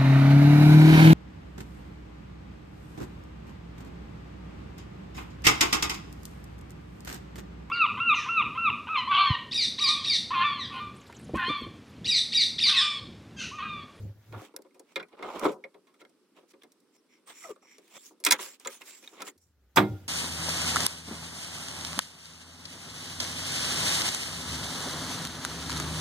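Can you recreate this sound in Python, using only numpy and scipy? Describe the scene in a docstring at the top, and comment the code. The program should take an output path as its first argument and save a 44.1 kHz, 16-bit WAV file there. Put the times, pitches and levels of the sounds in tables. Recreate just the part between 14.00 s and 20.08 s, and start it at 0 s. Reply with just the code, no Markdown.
"""Metal parts of a brake caliper tick, knock and ring under gloved hands: noise bursts excite resonances.
Pads scrape on the disc as shaped friction noise, with squeaks and whistles as gliding tones and bands.
The hollow wheel arch hums low. The middle stretch is sped up, so its boom sits two octaves higher and its
echoes are short; a palm blow at normal speed follows, near the end. Quiet garage air lies beneath."""
import sys
import numpy as np
from scipy import signal
from scipy.io import wavfile
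from scipy.ndimage import uniform_filter1d

SR = 44100
rng = np.random.default_rng(int(sys.argv[2]) if len(sys.argv) > 2 else 0)


def to_wav(sig):
    """Store sig (one row per channel, or 1-D mono) as 16-bit WAV at the path in sys.argv[1].

    Samples outside -1..1 are clipped; the rate is SR.
    """
    pcm = np.clip(np.atleast_2d(sig), -1, 1) * 32767
    pcm = np.round(pcm).astype(np.int16)
    wavfile.write(sys.argv[1], SR, pcm.T)  # frames by channels


N = 268111

# Spectrum of thud and boom, sped up. Each row: frequency in hertz, relative density in dB.
THUD = [(35, -80), (60, -45.5), (107, -46), (181, -13), (350, -7.5), (440, -6.5), (584, -7), (651, -9),
        (1190, -7.5), (1500, -16.5), (1950, -56.5), (3300, -120)]
# Spectrum of the body of the parts and of coarse scrape. Each row: frequency in hertz, relative density in dB.
BODY = [(150, -79.5), (500, -30.5), (900, -0.5), (1300, -1), (2200, 3.5), (3500, 3), (5000, -10.5),
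        (8000, -41.5)]
# Spectrum of sharp edges and of fine hiss. Each row: frequency in hertz, relative density in dB.
EDGE = [(800, -74.5), (3000, -12), (4800, -2.5), (7000, 0), (10000, -5), (13000, -9), (16000, -6)]
# Left-right likeness of diffuse sound. Each row: frequency in hertz, likeness (1 is identical).
SAME = [(60, 0.87), (500, 0.84), (1500, 0.81), (3100, 0.15), (7000, 0)]


def gain_of(db):
    """Level law: decibels to amplitude."""
    return 10 ** (np.asarray(db) / 20)


def evened(x):
    """Power normalisation: scales to rms 1."""
    return x / np.sqrt(np.mean(x ** 2) + 1e-20)


def read(points, hz):
    """Interpolates a spectrum table linearly over log frequency."""
    f, value = np.transpose(points)
    return np.interp(np.log(hz + 1), np.log(f + 1), value)


def colour(points, peaks=()):
    """Minimum-phase filter of energy 1: the phase is the Hilbert transform of the log gain."""
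    hz = abs(np.fft.fftfreq(8192, 1 / SR))
    gain = gain_of(read(points, hz))
    for f, width, db in peaks:
        resonance = 1 / (1 + (2 * (hz - f) / width) ** 2) ** 2
        gain = gain * (1 + gain_of(db) * resonance)
    log_gain = np.log(np.maximum(gain, 1e-5))
    phase = -signal.hilbert(log_gain).imag
    taps = np.fft.ifft(np.exp(log_gain + 1j * phase)).real[:4096]
    return taps / np.linalg.norm(taps)


def through(x, taps):
    """Linear filtering: convolves every channel with the taps."""
    return signal.oaconvolve(np.atleast_2d(x), np.atleast_2d(taps), axes=1)[:, :N]


def spread(left, other):
    """Partial coherence: makes a left-right pair of spectra as alike as the diffuse-field table asks."""
    hz = np.linspace(0, SR / 2, left.shape[0])
    same = np.clip(read(SAME, hz), -1, 1)[:, None]
    return np.array([left, same * left + np.sqrt(1 - same ** 2) * other])


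def hiss(points, patchy_db, peaks=(), size=8):
    """Coloured Gaussian noise in two channels, its level drifting in time-frequency patches; rms 1."""
    frames = N // 128 + 5
    a, b, c, d, patches = rng.standard_normal((frames, 257, 5)).T
    patches = evened(uniform_filter1d(uniform_filter1d(patches, size, 0), size, 1))
    z = spread(a + 1j * b, c + 1j * d) * gain_of(patchy_db * patches)
    noise = signal.istft(z, nperseg=512, noverlap=384)[1][:, :N]
    return evened(through(noise, colour(points, peaks)))


def wobble(size, span):
    """Narrow-band random modulation: a smoothed complex noise of rms 1 roughens level and phase."""
    noise = rng.standard_normal((2, size))
    a, b = uniform_filter1d(uniform_filter1d(noise, span, mode="wrap"), span, mode="wrap")
    return (a + 1j * b) * np.sqrt(3 * span / 4)


def spin(hz, t):
    """Complex rotation at a steady frequency, the phasor of a pure tone."""
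    return np.exp(2j * np.pi * hz * t)


def glide(path_hz):
    """Complex rotation whose phase is the running sum of its frequency."""
    return np.exp(2j * np.pi * np.cumsum(path_hz) / SR)


def tail(speed, start_s):
    """Reverberation: echoes of random sign decay per band; speed shortens them and shifts the bands."""
    # Decay of the garage at speed 1. Each row: frequency in hertz, time to fall 60 dB in seconds.
    garage = [(100, 0.34), (260, 0.23), (700, 0.22), (1840, 0.047), (4850, 0.04), (12800, 0.19)]
    size, first = SR // 2, round(start_s * SR)
    taps, slots = np.zeros((2, size)), np.arange(first, size - 16, 16)  # one echo per 16 samples
    places = slots + rng.integers(0, 16, (2, len(slots)))
    signs = rng.choice([-1., 1.], (2, len(slots)))
    np.put_along_axis(taps, places, signs, 1)
    hz, t, z = signal.stft(taps, SR, nperseg=256)
    decay = gain_of(-60 * speed * t / read(garage, hz / speed)[:, None])
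    taps = signal.istft(spread(z[0], z[1]) * decay, SR, nperseg=256)[1]
    return taps / np.linalg.norm(taps[0])


def panels(x):
    """Early reflections: nearby panels comb-filter left and right differently."""
    taps = np.zeros((2, 64))
    taps[0, [1, 9, 31]] = 1, .35, -.25
    taps[1, [0, 14, 22]] = 1, -.25, .3
    return through(x, taps / np.linalg.norm(taps, axis=1, keepdims=True))


def burst(t60, rise_s, apart=0.):
    """Contact chatter: noise with a quick rise and exponential decay, partly different left and right."""
    t = np.arange(round(.2 * SR)) / SR
    shared, *own = rng.standard_normal((3, len(t)))
    noise = (shared + apart * np.array(own)) / np.sqrt(1 + apart ** 2)
    return noise * gain_of(-60 * t / max(t60, .004)) * (1 - np.exp(-t / rise_s))


def add(mix, s, sound):
    """Superposition: mixes a sound in at time s."""
    part = mix[..., round(s * SR):][..., :sound.shape[-1]]
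    part += sound[..., :part.shape[-1]]


def air():
    """Background noise of garage air: coloured noise crossfades to a higher spectrum in the fast stretch."""
    # Air at normal speed, then sped up. Each row: frequency in hertz, relative density in dB.
    air_slow, air_fast = [(88, -55), (150, -8), (376, -11.5), (854, -18), (923, -18), (998, -20.5),
                          (1360, -18), (2400, -23), (6770, -27), (8560, -33.5), (12400, -28),
                          (16000, -29.5)], [(35, -56.5), (60, -28), (130, -24), (176, -8), (268, 0), (389, 0),
                                       (698, -18.5), (1170, -14.5), (1740, -21), (5460, -22), (6740, -28),
                                       (8510, -23.5), (16000, -36)]
    # Level at normal speed, lifted by fading echoes of earlier knocks. Each row: time in seconds, level in dB.
    air_level = [(0, -58.5), (.15, -68.5), (.4, -58), (5.4, -79.5), (5.74, -73), (5.9, -56.5), (6.08, -62)]
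    fast_from_s, fast_to_s, fast_db = .422, 5.372, -68.5
    t = np.arange(N) / SR
    is_fast = uniform_filter1d(1. * (t > fast_from_s) * (t < fast_to_s), 400)
    slow = gain_of(np.interp(t, *np.transpose(air_level))) * hiss(air_slow, 1.8)
    fast = gain_of(fast_db) * gain_of([[-.6], [.6]]) * hiss(air_fast, 1.2)
    return is_fast * fast + (1 - is_fast) * slow


def arch():
    """Cavity resonance of the hollow wheel arch: a wavering low tone within a band of rumble."""
    # Hum in two parts, before and after the fast stretch.
    # Each row: time in seconds, level in dB, frequency in hertz.
    hum_parts = [
        [(0.0, -42, 100.3), (0.052, -39, 100.5), (0.088, -43, 104.8), (0.112, -40.5, 104), (0.142, -61, 105),
         (0.17, -49.5, 103), (0.198, -55, 105), (0.248, -65, 101), (0.304, -49.5, 110), (0.35, -42.5, 109),
         (0.372, -42.5, 107), (0.41, -54, 105), (0.42, -78, 106)],
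        [(5.36, -76, 90), (5.67, -66, 61.8), (5.745, -74, 66.1), (5.775, -40, 123), (5.796, -26, 116),
         (5.81, -27, 113), (5.828, -36.5, 112), (5.856, -34, 112), (5.878, -49, 114.5), (5.9, -35.5, 119.2),
         (5.944, -34.5, 104), (5.984, -52.5, 93.4), (6.08, -51, 94.7)],
    ]
    # Spectrum of the rumble. Each row: frequency in hertz, relative density in dB.
    rumble_tone = [(15, -78.5), (25, -37), (59, -14.5), (102, -7), (147, -13.5), (178, -13.5), (413, -23.5),
                   (549, -22), (677, -37), (775, -34), (900, -35.5), (1170, -77)]
    waver, rumble_db = .27, -7  # unsteadiness of the hum; rumble relative to the hum
    t, level, hum = np.arange(N) / SR, np.zeros(N), np.zeros(N)
    for rows in hum_parts:
        s, db, hz = np.transpose(rows)
        part = uniform_filter1d(gain_of(np.interp(t, s, db, -120, -120)), 200)
        turn = glide(np.interp(t, s, hz)) * np.exp(2j * np.pi * rng.random())
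        level = level + part
        hum = hum + np.sqrt(2) * part * (turn * (1 + waver * wobble(N, 700))).real
    return hum + gain_of(rumble_db) * level * hiss(rumble_tone, 2.4)


def whistles():
    """Narrow-band friction noise: random modulation widens a gliding tone as pads whistle on the steel."""
    # Each row: start and end in seconds, start and end frequency in hertz, level in dB.
    # A row that ends before it starts is silent.
    whistle_rows = [(3.274, 3.335, 1150, 1150, -54), (4.85, 4.96, 3700, 3900, -63),
                    (4.85, 4.95, 2450, 2900, -57), (3.26, 3.338, 8600, 8300, -53.5),
                    (3.35, 3.47, 7100, 7530, -50), (3.324, 3.46, 5500, 5900, -65),
                    (2.934, 3.005, 5500, 5500, -72), (3.082, 2.9, 2257, 2195, -67),
                    (3.1, 3.19, 5650, 5400, -70.5), (3.658, 3.76, 2000, 2500, -66),
                    (3.899, 4.017, 2900, 3500, -57), (3.609, 3.806, 5720, 5610, -64.5),
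                    (3.92, 4.082, 7400, 7300, -55), (4.397, 4.54, 7470, 7200, -46),
                    (4.703, 4.781, 9600, 9300, -51.5), (4.72, 4.782, 7240, 6908, -61),
                    (4.853, 5.01, 7140, 7500, -51), (5.25, 5.31, 7320, 7000, -46.5)]
    out = np.zeros(N)
    for start_s, end_s, start_hz, end_hz, db in whistle_rows:
        u = np.arange(0, 1, 1 / (SR * (end_s - start_s)))
        turn = glide(start_hz + (end_hz - start_hz) * u)
        envelope = np.sin(np.pi * u ** 0.94) ** 0.56
        add(out, start_s, gain_of(db) * envelope * (turn * wobble(len(u), 55)).real)
    return panels(out)


def squeaks():
    """Friction tones as the pads catch on the disc: slightly rough oscillations that fall in pitch."""
    # Each row: start and end in seconds, start and end frequency in hertz, level in dB.
    squeak_rows = [(3.436, 3.449, 2330, 1910, -44), (3.447, 3.465, 1296, 1290, -43.5),
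                   (3.443, 3.482, 734, 620, -46.5), (3.49, 3.533, 566, 392, -37),
                   (3.496, 3.54, 1260, 1156, -51.5)]
    out = np.zeros(N)
    for start_s, end_s, start_hz, end_hz, db in squeak_rows:
        u = np.arange(0, 1, 1 / (SR * (end_s - start_s)))
        turn = glide(end_hz + (start_hz - end_hz) * (1 - u) ** 2)
        envelope = np.sin(np.pi * u ** 0.74)
        add(out, start_s, gain_of(db) * envelope * (turn * (1 + 0.38 * wobble(len(u), 150))).real)
    return panels(out)


def slips():
    """Irregular friction: slow uneven slips plus decaying ticks of grit caught under the pads."""
    grains_per_s, grain_spread_db, grain_db, grain_decay_s = 350, 3.5, -9, 0.0033
    uneven = evened(gain_of(1.8 * evened(uniform_filter1d(rng.standard_normal(N), 150))))
    strengths = gain_of(grain_spread_db * np.minimum(rng.exponential(1, N), 2.5))
    ticks = strengths * (rng.random(N) < grains_per_s / SR)
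    grains = evened(signal.lfilter([1], [1, -np.exp(-1 / (grain_decay_s * SR))], ticks))
    return evened(uneven + gain_of(grain_db) * grains)


def sliding():
    """Friction noise: hiss and scrape follow the stroke and partly excite the steel; the arch booms along."""
    # Strokes of pads and gloves. Each row: start, fastest moment and end in seconds (put in order below),
    # levels of fine hiss, coarse scrape and boom in dB, share of power in singing steel (0-1).
    strokes = [(0.322, 0.334, 0.54, -85, -56.5, -44.5, 0.4), (0.363, 0.456, 0.5, -57, -54.5, -62, 0.1),
               (0.843, 0.921, 0.97, -69, -65, -66.5, 0.23), (1.11, 1.154, 1.17, -82, -63, -52, 0.2),
               (1.17, 1.259, 1.46, -66, -52, -39, 0.37), (1.24, 1.374, 1.444, -56, -47.5, -37.5, 0.16),
               (1.385, 1.452, 1.543, -48, -40.5, -26.5, 0.37), (1.989, 2.01, 2.025, -62, -56.5, -60, 0.15),
               (2.35, 2.38, 2.45, -70, -61, -60, .1), (2.484, 2.522, 2.525, -56.5, -62.5, -72, 0.12),
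               (2.617, 2.636, 2.623, -60, -51.5, -60, 0.04), (2.923, 2.966, 2.98, -64, -71.5, -68, 0.57),
               (3.086, 3.139, 3.22, -70.5, -63, -90, 0.75), (3.265, 3.304, 3.37, -53.5, -49.5, -55, 0),
               (3.3, 3.439, 3.55, -49.5, -52.5, -67, 0.71), (3.438, 3.514, 3.526, -53.5, -56, -48.5, 0.1),
               (3.62, 3.626, 3.73, -64.5, -63, -61, 1), (3.653, 3.714, 3.85, -62, -58.5, -77, .7),
               (3.78, 3.884, 3.94, -65.5, -66.5, -75, 0), (3.901, 3.978, 3.99, -50.5, -52, -54.5, 0.23),
               (3.977, 4.065, 4.14, -53, -62, -76, 0), (4.318, 4.334, 4.384, -44, -36, -40, 0.2),
               (4.382, 4.419, 4.565, -39, -43.5, -51.5, 0.05), (4.495, 4.544, 4.58, -60, -62, -67, 0),
               (4.596, 4.609, 4.68, -57.5, -56.5, -60.5, 0.04),
               (4.674, 4.733, 4.83, -47.5, -52, -56.5, 0.02), (4.802, 4.813, 4.84, -49.5, -51, -51.5, 0.4),
               (4.83, 4.878, 5.11, -47.5, -54, -62.5, 0.15), (5.022, 5.026, 5.2, -54.5, -58.5, -64, 0),
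               (5.1, 5.14, 5.26, -60.5, -61, -58.5, 0.13), (5.173, 5.217, 5.225, -55, -45.5, -43.5, 0.26),
               (5.243, 5.277, 5.316, -44, -48.5, -49, 0.04), (5.397, 5.42, 5.54, -67.5, -95, -92, 0.35)]
    # Resonances of steel rubbed by the pads. Each row: frequency in hertz, width in hertz, lift in dB.
    sing = [(1210, 160, 12), (2200, 700, 20), (5700, 900, 18), (7300, 700, 20), (8500, 250, 10)]
    # Duller hiss under the singing. Each row: frequency in hertz, relative density in dB.
    sung_tone = [(800, -61), (3000, -19.5), (4800, -2.5), (8000, -0.5), (11000, -6), (16000, -7)]
    sets_in_db, ends_db = -14, -22.5  # a stroke swells to its fastest point and fades
    touch_s, release_s = .014, 0.026  # it dies away more slowly than it sets in
    boom_steepness = 1.26  # the boom follows the stroke more steeply
    t, power = np.arange(N) / SR, np.zeros((5, N))
    for start, top, end, fine_db, coarse_db, boom_db, share in strokes:
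        at = slice(max(round((start - touch_s) * SR), 0), round((end + release_s) * SR))
        share = np.clip(share, 0, 1)
        on = np.clip(np.minimum((t[at] - start) / touch_s, (end - t[at]) / release_s) + .5, 0, 1)
        db = np.interp(t[at], np.sort((start, top, end)), (sets_in_db, 0, ends_db))
        levels_db = [fine_db + db, coarse_db + db, boom_db + boom_steepness * db]
        fine, coarse, boom = (on * gain_of(levels_db)) ** 2
        power[:, at] += (1 - share) * fine, share * fine, (1 - share) * coarse, share * coarse, boom
    fine, fine_sung, coarse, coarse_sung, boom = np.sqrt(power)
    fine = fine * hiss(EDGE, 3., size=14) + fine_sung * hiss(sung_tone, 2.5, sing, size=20)
    coarse = coarse * hiss(BODY, 1.8) + coarse_sung * hiss(BODY, 2.5, sing, size=20)
    boom = boom * hiss(THUD, 2.)
    return gain_of([[-1.1], [1.1]]) * slips() * (fine + coarse + boom)


def palm():
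    """Impact and modal response: the palm slaps the caliper home, the iron rings and the garage answers."""
    # The blow and its bounces. Each row: time in seconds, level in dB, thud and sharp edge relative
    # to it in dB, time to fall 60 dB in seconds (stretched below for the thud).
    blows = [(5.759, -22.5, -7, -1.5, 0.12), (5.769, -3.5, -16, -21, 0.068),
             (5.778, -12, -8.5, -26.5, 0.056), (5.788, -16, -10.5, -32, 0.051), (5.799, -26, -2, -40, 0.15),
             (5.824, -34, 9, -37, 0.05)]
    # Modes of caliper and hub. Each row: frequency in hertz, relative level in dB, time to fall 60 dB in seconds.
    hub = [(201, 3, 0.24), (438, -8.5, 0.37), (306.3, 2, 0.37), (372, 7, 0.2), (779, 7, 0.28),
           (593, 2, 0.23), (870, -6.5, .14), (949, -2, 0.23), (1280, -1.5, 0.14), (1400, -10, 0.53),
           (1780, -26, .5), (2000, -17.5, .15), (2115, 0, 0.16)]
    swell_cycles = 3  # a mode of the iron builds up over these cycles
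    thud, body, edge = np.zeros((3, 2, N))
    for s, db, thud_db, edge_db, t60 in blows:
        add(thud, s, gain_of(db + thud_db) * burst(1.56 * t60, 0.0026))
        add(body, s, gain_of(db) * burst(t60, 0.0045, 0.84))
        add(edge, s, gain_of(db + edge_db) * burst(t60, .002, 1.0))
    t = np.arange(SR // 3) / SR
    iron = np.zeros(len(t))
    for hz, db, t60 in hub:
        envelope = gain_of(db - 60 * t / t60) * (1 - np.exp(-t * hz / swell_cycles))
        iron += envelope * (spin(hz, t) * (.9 + .45 * wobble(len(t), 600))).imag
    # Spectra of thud, body and edge. Each row: frequency in hertz, relative density in dB.
    low = [(30, -60.5), (80, -16.5), (150, 5.0), (370, 2), (800, -10.5), (1300, -44.5), (3000, -76.0)]
    dull = [(100, -83), (500, -8), (900, -1.0), (1300, 0), (2000, -8), (3400, -8.5), (5000, -30.0),
            (9000, -59.0)]
    crisp = [(1000, -64), (3500, -31), (5000, -1.0), (8000, -4.5), (10000, -13.5), (12000, -2), (16000, -7)]
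    dry = through(thud, colour(low)) + through(body, colour(dull)) + through(edge, colour(crisp))
    ringing = gain_of(-11.0) * through(body + thud, iron / np.linalg.norm(iron))
    dry = panels(dry + ringing) * gain_of([[-1.6], [1.6]])
    near = gain_of(-9.5) * tail(0.92, 0.0045)
    far = gain_of(-27) * tail(0.33, 0.04)  # the far walls answer later and longer
    return dry + through(dry.mean(0), near + far)


def knocks():
    """Impact excitation: each contact drives a thud, the body of the parts, a sharp edge and ringing modes."""
    # Each row: time in seconds, level in dB, thud and sharp edge relative to it in dB,
    # strongest ring in hertz, its share (0-1), time to fall 60 dB in seconds (scaled below for thud and edge).
    knock_rows = [(.3245, -32, -12, -26, 900, .6, .015), (.331, -43.5, -2, -32, 1413, 0.98, 0.22),
                  (.417, -44, 17, -8, 1090, 0, 0.014), (.539, -53.5, 20, -16, 1350, 0.3, 0.023),
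                  (.563, -29.5, -10, -4, 11300, 0.55, 0.016), (.588, -55.5, 23.5, -7, 1060, 0.4, 0.014),
                  (.62, -54.5, -19, 2, 11200, 0.4, 0.021), (.647, -60, 18.5, -24, 1120, 0.4, 0.03),
                  (.664, -59, -10, -18, 2190, 0.7, .03), (.708, -62, 2, -15, 2200, .6, .04),
                  (.744, -58, 6, -6, 2570, 0.6, 0.1), (.795, -52.5, 10.5, 6.5, 10100, 0.5, 0.035),
                  (.958, -23.5, -19, -15.5, 3680, 0.65, .03), (.959, -21.5, -7.5, -22, 2334, 0.46, .06),
                  (.971, -27.5, -6, -27, 1450, 0.7, 0.025), (.995, -38, -21, -24, 3600, 0.7, .02),
                  (.998, -28, -5, -30, 1500, 0.7, 0.058), (1.027, -35, -11, -23, 2326, 0.77, 0.036),
                  (1.084, -55, -12, -12, 1010, 0.6, 0.065), (1.127, -48.5, 2.5, -27, 1090, 0.57, 0.052),
                  (1.19, -41, 4.5, -25, 2190, 0.63, 0.042), (1.225, -28, -0.5, -24, 1257, 0.67, 0.065),
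                  (1.394, -34.5, -8, 0.5, 2330, 1, .017), (1.433, -31, 2, -20.5, 1200, 0.4, 0.033),
                  (1.443, -23, 8, -17, 1006, 0.77, 0.057), (1.453, -25, 7, -19.5, 1200, 0.52, 0.063),
                  (1.488, -32, 8, -25, 1000, .6, 0.049), (1.517, -45.5, 6.5, -7.5, 517, 0.95, 0.15),
                  (1.639, -31.5, -6.5, -28.5, 2210, 0.78, 0.044), (1.742, -49, 7, -19, 1130, 0.52, 0.051),
                  (1.869, -56, -10, -13, 1087, 0.62, 0.16), (1.94, -55, -7, -13, 1220, 0.57, 0.071),
                  (2.014, -41.5, -0.5, -17, 1355, 0.57, 0.041), (2.05, -41.5, -2.5, -23, 1166, 0.02, 0.013),
                  (2.094, -65, 7, 0.5, 8500, 0.74, 0.044), (2.364, -51.5, 5, -17, 1100, 0.7, 0.071),
                  (2.43, -65.5, 19, -15, 1130, 0.6, 0.031), (2.535, -54.5, 9.5, -14, 1150, 0.1, 0.039),
                  (2.633, -49.5, 5.5, -4, 8500, 0.02, 0.044), (2.719, -60.5, -5, 5, 8500, 0.62, 0.038),
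                  (2.802, -68, -1.5, 4.5, 8470, 0.5, 0.035), (3.272, -47, -9, -5, 1110, 0.7, .1),
                  (3.422, -45, -9, -15, 1200, 0.8, .02), (3.439, -44, -8.5, -14, 1223, 1, 0.14),
                  (3.494, -45, 10, -8, 1180, 1, 0.022), (3.555, -57, -20, -12, 8400, 0.8, 0.037),
                  (3.561, -40.5, -6.5, -28, 1170, 0.83, 0.019), (3.782, -47, 2.5, -5, 1170, 0.32, 0.031),
                  (3.878, -54.5, -11, -4, 2690, 0.47, 0.033), (4.108, -56, 16, -30, 1140, 1, 0.028),
                  (4.201, -50, 1.5, -5, 11070, 0.81, 0.052), (4.239, -22, -32.5, -7.5, 4910, 0.52, .02),
                  (4.249, -21, -11.5, 8, 5040, 0.2, 0.018), (4.257, -24, -15, -3, 3930, 0.25, 0.046),
                  (4.2635, -10.5, -12, -6, 2260, 0.24, 0.051), (4.286, -25, -12, -8, 4870, 0.25, .04),
                  (4.305, -26, -20, -8, 2500, 0.2, .03), (4.309, -6, -18.5, -4, 3440, 0.43, 0.034),
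                  (4.321, -9.5, -18.5, -1, 6520, 0.4, 0.046), (4.391, -24.5, -8, -36, 1135, 0.64, 0.041),
                  (4.464, -34.5, -6.5, -19, 1600, 0.7, 0.024), (4.598, -47, -8, -2, 8300, 0.8, 0.028),
                  (4.648, -35.5, -10, -10, 3740, 0.36, 0.072), (4.658, -27, -3.5, -18, 1232, 0.77, 0.043),
                  (4.672, -16.5, -26, -17, 7100, 0.74, 0.028), (4.817, -31, -15.5, -15.5, 2710, 0.56, 0.03),
                  (5.028, -48, 2.5, -20, 2400, 0.7, 0.027), (5.038, -40.5, -17, -24, 2460, 0.7, 0.038),
                  (5.075, -28.5, -37, -20.5, 3720, 0.68, 0.016), (5.124, -60.5, 15, -15, 1200, .4, 0.057),
                  (5.161, -58.5, 12, -13, 1201, .4, .03), (5.167, -41.5, -8, -19, 1181, 0.47, 0.025),
                  (5.205, -36, -20, -11, 3500, .3, 0.013), (5.208, -33.5, 3, -25, 1140, 0.55, 0.031),
                  (5.219, -25, -10.5, -9, 1330, 0.53, 0.038), (5.283, -31.5, -11, -9.5, 1910, 0.43, 0.026),
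                  (5.377, -67.5, -7, 7, 11920, 0.6, 0.073)]
    # Resonances of struck parts, sped up. Each row: frequency in hertz, width in hertz, lift in dB.
    steel = [(1560, 120, -18), (2170, 200, -4.5), (3370, 140, -3.5), (3980, 71, -1.5), (5500, 210, 3),
             (6640, 83, -6), (6990, 360, 2), (9000, 430, 6), (9365, 190, 5.5), (9900, 120, 6),
             (12200, 400, -1), (12500, 400, 6)]
    # Deep shake under thuds. Each row: frequency in hertz, relative density in dB.
    jolt = [(25, -24), (60, -19), (110, -8), (170, 1), (260, -8), (450, -49)]
    thud_note_hz, thud_spread = 432.7, 0.076  # the arch's note and its relative scatter
    lean_db, lean_spread_db = -2, 1  # left minus right and its scatter
    tick_db, tick_t60 = 5, 0.013  # the first touch is a short bright tick
    thud, body, edge, ring = np.zeros((4, 2, N))
    t = np.arange(round(.2 * SR)) / SR
    scatter = rng.standard_normal((len(knock_rows), 2))
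    for (s, db, thud_db, edge_db, hz, share, t60), (a, b) in zip(knock_rows, scatter):
        thud_hz, pan_db = thud_note_hz * (1 + thud_spread * a), lean_db + lean_spread_db * b
        side, share = gain_of(db + pan_db * np.array([[.5], [-.5]])), np.clip(share, 0, 1)
        thud_gain = side.mean() * gain_of(thud_db - 6.5)
        swell = t / (0.21 * t60) * np.exp(1 - t / (0.17 * t60))  # the hollow arch builds up slowly
        add(ring, s, thud_gain * swell * (spin(thud_hz, t) * wobble(len(t), 150)).imag)
        add(thud, s, thud_gain * burst(1.34 * t60, 0.0075))
        add(body, s, side * (1 - share) * burst(t60, 0.0015, 0.92))
        tick = gain_of(tick_db) * burst(tick_t60, 0.00053, 0.24)
        add(edge, s, side * gain_of(edge_db) * (burst(0.85 * t60, 0.0022, 0.26) + tick))
        tone = (spin(hz, t) * (.8 + 0.6 * wobble(len(t), 55))).imag
        envelope = gain_of(-60 * t / t60) * (1 - np.exp(-t / 0.0006))
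        add(ring, s, side * share * 0.82 * tone * envelope)
    dry = through(thud, colour(THUD)) + through(body, colour(BODY, steel))
    dry = dry + through(edge, colour(EDGE, steel))
    no_deep_bass = [(90, -61.5), (220, 1.0), (16000, 3.0)]  # each row: hertz, relative dB
    dry = panels(dry + through(ring, colour(no_deep_bass)))
    dry = dry + gain_of(-21.0) * through(thud, colour(jolt))
    return dry + gain_of(-5) * through(dry.mean(0), tail(1.97, .0015))


def scene():
    """Superposition of all sources."""
    return air() + arch() + whistles() + squeaks() + sliding() + palm() + knocks()


def record(dry):
    """Band limit: a linear-phase low-pass at 16.1 kHz."""
    taps = signal.firwin(511, 16100, window=("kaiser", 9), fs=SR)
    return signal.oaconvolve(dry, taps[None], "same")


dry = scene()
out = record(dry)
to_wav(out)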